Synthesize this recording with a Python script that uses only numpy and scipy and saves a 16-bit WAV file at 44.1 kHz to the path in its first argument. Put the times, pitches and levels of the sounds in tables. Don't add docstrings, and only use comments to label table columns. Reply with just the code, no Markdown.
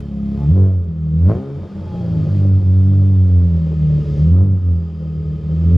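import sys
import numpy as np
from scipy import signal
from scipy.fft import rfft, irfft
from scipy.io import wavfile
from scipy.ndimage import uniform_filter1d

SR = 44100
rng = np.random.default_rng(int(sys.argv[2]) if len(sys.argv) > 2 else 0)


def file_out(sig):
    cols = np.atleast_2d(sig).T
    lim = np.clip(cols, -1, 1)
    pcm = np.round(lim * 32767).astype(np.int16)
    wavfile.write(sys.argv[1], SR, pcm)


N = 254456
TIME = np.arange(N) / SR
FREQS = np.fft.rfftfreq(N, 1 / SR)
RUSH_DB = -57.5

# t/s, f/Hz
FIRING_RATE = [(0, 71.3), (.13, 68.4), (.35, 68.3), (.48, 73.7), (.545, 93.6), (.66, 96), (.8, 88.7),
               (.88, 82), (1.11, 77.5), (1.24, 87), (1.41, 133.8), (1.57, 142.5), (1.9, 121), (2.1, 111),
               (2.28, 100), (2.42, 97.8), (2.71, 93), (2.9, 97), (3.1, 96.6), (3.6, 81.6), (3.96, 74.7),
               (4.17, 72.6), (4.45, 98), (4.75, 84.7), (5.04, 79), (5.42, 76), (5.6, 82.4), (5.77, 87)]
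# t/s, level/dB
LOAD = [(0, 0.5), (.27, 7.5), (.45, 6), (.66, -1), (.97, -6.5), (1.12, -3), (1.27, 3.5), (1.5, 0),
        (1.68, -19.5), (2.0, -1.5), (2.2, -3), (2.45, 1.5), (3.42, 2.5), (3.7, -4), (3.93, 2), (4.33, 3.5),
        (4.5, -1.5), (4.72, -0.5), (4.93, -11), (5.25, -5), (5.45, -6), (5.77, 5.5)]
# t/s, drop in load/dB
STUMBLES = [(.85, 9.5), (1.69, 2), (2.282, 8), (2.629, 4.5), (4.054, 8), (4.611, 6), (5.392, 5)]
# start/s, end/s, extra push on the tones/dB, extra bark/dB
SNAPS = [(0.384, 0.426, 2, 8), (0.576, 0.659, 13.5, 7.5), (1.296, 1.319, 11, 20.5),
         (4.347, 4.447, 5.5, 5.5), (5.678, 5.771, 3.5, 0.5)]
# t/s, level/dB
RUSH = [(0, -2), (.2, -3), (.43, 1.5), (.62, -2), (.8, -9), (1.15, -6), (1.32, 1.5), (1.48, -3), (2.0, 1),
        (2.39, 3), (2.52, -2), (3.2, -2), (3.95, 2), (4.2, 4), (4.48, -6), (5.4, -3), (5.77, 3)]
# f/Hz, likeness (0-1)
LIKENESS = [(300, .93), (1000, .94), (2200, .98), (3500, .98), (5300, .85), (8000, .45), (12000, .25)]
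# f/Hz, left minus right/dB, left lead/rad
LEFT_LEAN = [(110, -.6, .15), (200, .6, .28), (270, 2.2, .38), (350, 3.5, .42), (500, 2.2, .35),
             (700, 0, .2), (1000, 0, 0)]
# t/s, level/dB
TICKS = [(.843, -58), (4.178, -53), (4.201, -53)]
# middle/s, half length/s, f/Hz, width/Hz, level over rush/dB
BANDS = [(0.055, 0.29, 3106, 42, -12), (1.47, .25, 2300, 50, -8.5), (1.95, 0.23, 3260, 45, -6),
         (1.57, 0.26, 3600, 80, -9), (2.3, 1.0, 4600, 1600, -8), (2.95, .5, 3516, 14, -9.5),
         (4.05, 0.2, 430, 26, 18), (4.12, .18, 4900, 1400, -7), (0.3, .35, 680, 90, 7),
         (2.1, .4, 590, 100, 12), (5.4, .35, 345, 45, 13), (5.2, .6, 3106, 70, -9), (5.3, .25, 428, 24, 18),
         (5.5, 1.6, 1250, 45, -2), (5, .5, 4900, 280, -9)]
# f/Hz, level/dB
HISS_COLOUR = [(900, -33.5), (1700, -2), (2100, -2), (3100, -1), (3450, -4.5), (4200, -7), (4750, -6),
               (5250, -7), (5700, -12), (7400, -15), (8500, -22.5), (11500, -25.5), (12600, -32.5)]
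# f/Hz, width/Hz, level/dB
METAL_PEAKS = [(2270, 20, 0.5), (2480, 22, -1), (2520, 22, 0.5), (3130, 42, -2), (3570, 22, 1),
               (3870, 40, 0.5), (4290, 27, 3.5), (4850, 30, 0.5), (5300, 30, -1)]
# middle/s, half length/s, multiple of the firing rate, level/dB
WHINES = [(.42, .035, 12, -46), (.65, .1, 7.04, -47), (1.955, .125, 7.04, -44), (2.3, .14, 12, -59.5),
          (2.95, .25, 7.04, -56), (3.58, .2, 7.04, -46.5), (4.21, .06, 7.04, -48), (5.5, .4, 7.04, -55)]
# f/Hz, width/Hz, level/dB
SILENCER_PEAKS = [(38, 11, -16.5), (88, 2.8, 6), (172.4, 47, -0.5), (187.3, 62, -3)]
# start/s, end/s, level/dB
BURBLES = [(0.494, 0.568, -25), (0.757, .94, -27.5), (1.317, 1.384, -18.5), (1.568, 1.661, -25.5),
           (1.749, 2.05, -26), (2.078, 2.323, -23.5), (2.353, 2.729, -29), (3.779, 4.622, -27),
           (5.138, 5.77, -31.5)]
# f/Hz, width/Hz, level/dB
PIPE_PEAKS = [(310.6, 36, 6.5), (383, 47, 2.5), (431.8, 20, 4.5), (501.8, 30, 5), (516, 41, 6),
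              (610, 71, -4), (650, 250, -11.5)]
# f/Hz, level/dB
BLAT_COLOUR = [(250, -14), (480, 6.5), (650, 10), (850, 0), (1100, 1), (1400, -20), (1950, -19.5),
               (2600, -29.5), (5000, -54)]
# f/Hz, level/dB
BARK_COLOUR = [(450, -22), (680, 7.5), (760, -3.5), (830, 5), (920, -5), (1050, 2), (1110, -1), (1180, -1),
               (1240, 5), (1320, -3.5), (1450, -2.5), (1750, -14), (2500, -25), (5000, -43)]
# multiple of the firing rate, level/dB, dB per dB of load, dB per dB of push, waver (0-1)
LOW_TONES = [(1, 1, 1, 0.18, 0.12), (1.5, -18, 0.16, 0.27, 0.5), (2, -10, 1.26, 0.23, 0.14),
             (2.5, -19.5, 0.23, 0.7, .15), (3, -10.5, 1.34, 0.28, .07), (4, -20.5, 0.78, 0.89, .12),
             (5, -23.5, 0.2, 1, 0.3), (6, -24, 0.97, 0.7, 0.5)]
# f/Hz, level/dB
EXHAUST_PASSAGE = [(66, -43), (76, -24.5), (87, -13.5), (97, -13), (108, -20.5), (136, -37), (149, -7),
                   (160, -3.5), (180, -17.5), (200, -14.5), (220, -32), (238, -42.5), (262, -24),
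                   (278, -27), (292, -23), (318, -22), (345, -27), (375, -22.5), (402, -29), (432, -18.5),
                   (465, -28), (550, -28), (700, -36.5)]
# middle/s, half length/s, boost of the half multiples/dB
LIMP = (2.18, 0.13, 8)


def gain(db):
    return 10 ** (np.asarray(db) / 20)


def unit_level(x):
    return x / np.sqrt(np.mean(x ** 2) + 1e-20)


def steady(x, window=3000):
    return x / np.sqrt(uniform_filter1d(uniform_filter1d(x ** 2, window), window) + 1e-12)


def over_time(table):
    return np.interp(TIME, *np.transpose(table))


def over_freq(table, column=1):
    table = np.asarray(table)
    return np.interp(np.log(FREQS + 1), np.log(table[:, 0]), table[:, column])


def resonances(peaks):
    return sum((-1) ** k * gain(db) * 1j * FREQS * width / (hz ** 2 - FREQS ** 2 + 1j * FREQS * width)
               for k, (hz, width, db) in enumerate(peaks))


def lowpass(hz, order=4):
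    return 1 / np.sqrt(1 + (FREQS / hz) ** (2 * order))


def filtered(x, response):
    return irfft(rfft(x) * response, N)


def wander(hz):
    return unit_level(filtered(rng.standard_normal(N), lowpass(hz, order=2)))


def swell(middle, half_length):
    return np.exp(-((TIME - middle) / half_length) ** 2)


def gas_noise(colour):
    shared, apart = rng.standard_normal((2, N))
    likeness = over_freq(LIKENESS)
    mid = filtered(shared, colour * np.sqrt(1 + likeness))
    side = filtered(apart, colour * np.sqrt(1 - likeness))
    return unit_level(np.array([mid + side, mid - side]))


def count_firings(flutter=.003):
    return np.cumsum(over_time(FIRING_RATE) * (1 + flutter * wander(25))) / SR


def firing_clicks(firings):
    return np.diff(np.floor(firings), prepend=0)


def speed_octaves():
    rate = over_time(FIRING_RATE)
    return np.log2(rate / rate.mean())


def load_db():
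    return over_time(LOAD) - sum(db * swell(t, half_length=.032) for t, db in STUMBLES)


def snaps_db(rise_s=.024, fall_s=.049):
    push = blast = 0
    for start, end, push_db, blast_db in SNAPS:
        shape = np.exp(-np.maximum(start - TIME, 0) / rise_s - np.maximum(TIME - end, 0) / fall_s)
        push += push_db * shape
        blast += blast_db * shape
    return push, blast


def puffs(firings, depth, uneven):
    surge = depth * np.cos(2 * np.pi * firings)
    return unit_level(np.exp(surge + uneven * np.cos(np.pi * firings)))


def tone_stack(firings, multiples, odd_db, waver):
    return sum(gain(odd_db * (k % 2)) * (1 + waver * wander(10)) * np.cos(np.pi * k * firings + k * k)
               for k in multiples)


def street_echo(x, level_db=-17, fade_s=.047):
    tails = rng.standard_normal((2, N)) * gain(-60 * TIME / fade_s) * (TIME > .004)
    tails /= np.linalg.norm(tails, axis=1, keepdims=True)
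    without_bass = filtered(x, 1 - lowpass(230))
    return gain(level_db) * signal.fftconvolve(without_bass[None], tails, axes=1)[:, :N]


def metal_ticks(fade_s=.00085):
    bursts = sum(gain(db) * (TIME >= t) * np.exp(-abs(TIME - t) / fade_s) for t, db in TICKS)
    return bursts * gas_noise(lowpass(8000, order=3) * (1 - lowpass(2500)))


def swelling_bands():
    out = np.zeros(N)
    for middle, half_length, hz, width, db in BANDS:
        band = steady(filtered(rng.standard_normal(N), resonances([(hz, width, 0)]) ** 2))
        out += gain(db) * swell(middle, half_length) * band
    return gain(RUSH_DB + over_time(RUSH)) * out


def gas_hiss(firings, metal_db=1.5, ripple_db=2.5):
    ripple = rng.standard_normal(len(FREQS))
    ripple = unit_level(uniform_filter1d(uniform_filter1d(ripple, 120), 120))
    metal = np.hypot(1, gain(metal_db) * abs(resonances(METAL_PEAKS)))
    noise = gas_noise(gain(over_freq(HISS_COLOUR) + ripple_db * ripple) * metal)
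    return gain(RUSH_DB + over_time(RUSH)) * noise * puffs(firings, depth=.049, uneven=.048)


def belt_whine(firings, waver=.3):
    tones = sum(gain(db) * swell(middle, half_length) * np.sin(2 * np.pi * multiple * firings)
                for middle, half_length, multiple, db in WHINES)
    return np.sqrt(2) * (1 + waver * wander(30)) * tones


def silencer_burble(firings, floor_db=-41, ramp_s=.073):
    kicks = firing_clicks(firings) * rng.uniform(-1, 1, N)
    thumps = filtered(kicks, resonances(SILENCER_PEAKS) * lowpass(260))
    spells = sum(gain(db) * np.clip(np.minimum(TIME - start, end - TIME) / ramp_s + .5, 0, 1)
                 for start, end, db in BURBLES)
    return np.hypot(gain(floor_db), spells) * steady(thumps, window=1100)


def pipe_rasp(firings, base_db=-41, flicker_db=2.7):
    pipe = resonances(PIPE_PEAKS) * lowpass(980) * (1 - lowpass(120))
    tones = tone_stack(firings, [7, 9, 11, 13, 15, 16], odd_db=-4, waver=.35)
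    tones = steady(filtered(tones, pipe), window=6000)
    gas = rng.standard_normal(N) * puffs(firings, depth=.094, uneven=.35)
    gas = steady(filtered(gas, pipe))
    load, octaves = load_db(), speed_octaves()
    push, _ = snaps_db()
    roughness = gain(12 * octaves - .3 * load - .9 * push)
    effort_db = .8 * over_time(RUSH) - .054 * load + 3 * octaves + .55 * push
    level = gain(base_db + effort_db + flicker_db * wander(19))
    return level * (tones + roughness * gas) / np.hypot(1, roughness)


def blat(firings, uneven=.2):
    strength = 1 + .1 * rng.standard_normal(N) + uneven * np.cos(np.pi * firings)
    pulses = unit_level(firing_clicks(firings) * strength)
    spray = .45 * unit_level(rng.standard_normal(N) * np.exp(-(firings % 1) / .3))
    return steady(filtered(pulses + spray, gain(over_freq(BLAT_COLOUR))), window=2000)


def tailpipe_bark(firings, base_db=-53.5, tones_db=-7, blat_db=3):
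    colour = gain(over_freq(BARK_COLOUR))
    gas = gas_noise(colour) * puffs(firings, depth=.21, uneven=.043)
    tones = tone_stack(firings, range(17, 37), odd_db=-10, waver=.85)
    tones = steady(filtered(tones, colour), window=6000)
    _, blast = snaps_db()
    hardness = np.clip(blast / 13, 0, .75)
    soft = np.sqrt(1 - hardness) * unit_level(gas + gain(tones_db) * tones)
    hard = np.sqrt(hardness) * gain(blat_db) * blat(firings)
    effort_db = .49 * over_time(RUSH) + .086 * load_db() + 6 * speed_octaves() + blast
    return gain(base_db + effort_db) * (soft + hard)


def exhaust_boom(firings, start_phase=1.83):
    phase_shift = .5 * np.unwrap(np.angle(resonances([(96, 10, 0)]) * resonances([(167, 13, 0)])))
    rate, load, passage = over_time(FIRING_RATE), load_db(), over_freq(EXHAUST_PASSAGE)
    push, _ = snaps_db()
    middle, half_length, boost_db = LIMP
    limp_db = boost_db * swell(middle, half_length)
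    out = np.zeros(N)
    for multiple, db, by_load, by_push, waver in LOW_TONES:
        hz = multiple * rate
        engine_db = db + by_load * load + by_push * push + (multiple % 1 > 0) * limp_db
        level = gain(engine_db + np.interp(hz, FREQS, passage))
        phase = 2 * np.pi * multiple * firings + np.interp(hz, FREQS, phase_shift) + start_phase
        out += level * (1 + waver * wander(7.5)) * np.sqrt(2) * np.cos(phase)
    return out


def scene():
    firings = count_firings()
    exhaust = exhaust_boom(firings) + silencer_burble(firings) + pipe_rasp(firings) + belt_whine(firings)
    lean = gain(over_freq(LEFT_LEAN) / 2) * np.exp(.5j * over_freq(LEFT_LEAN, column=2))
    stereo = np.array([filtered(exhaust, lean), filtered(exhaust, 1 / lean)]) + street_echo(exhaust)
    return stereo + tailpipe_bark(firings) + gas_hiss(firings) + swelling_bands() + metal_ticks()


def record(dry, fade_s=.005, top_hz=12600):
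    fades = np.sin(np.pi / 2 * np.minimum(np.minimum(TIME, TIME[::-1]) / fade_s, 1)) ** 2
    treble_cut = signal.firwin(511, top_hz, window=("kaiser", 9), fs=SR)
    return signal.oaconvolve(dry * fades, treble_cut[None], "same")


dry = scene()
out = record(dry)
file_out(out)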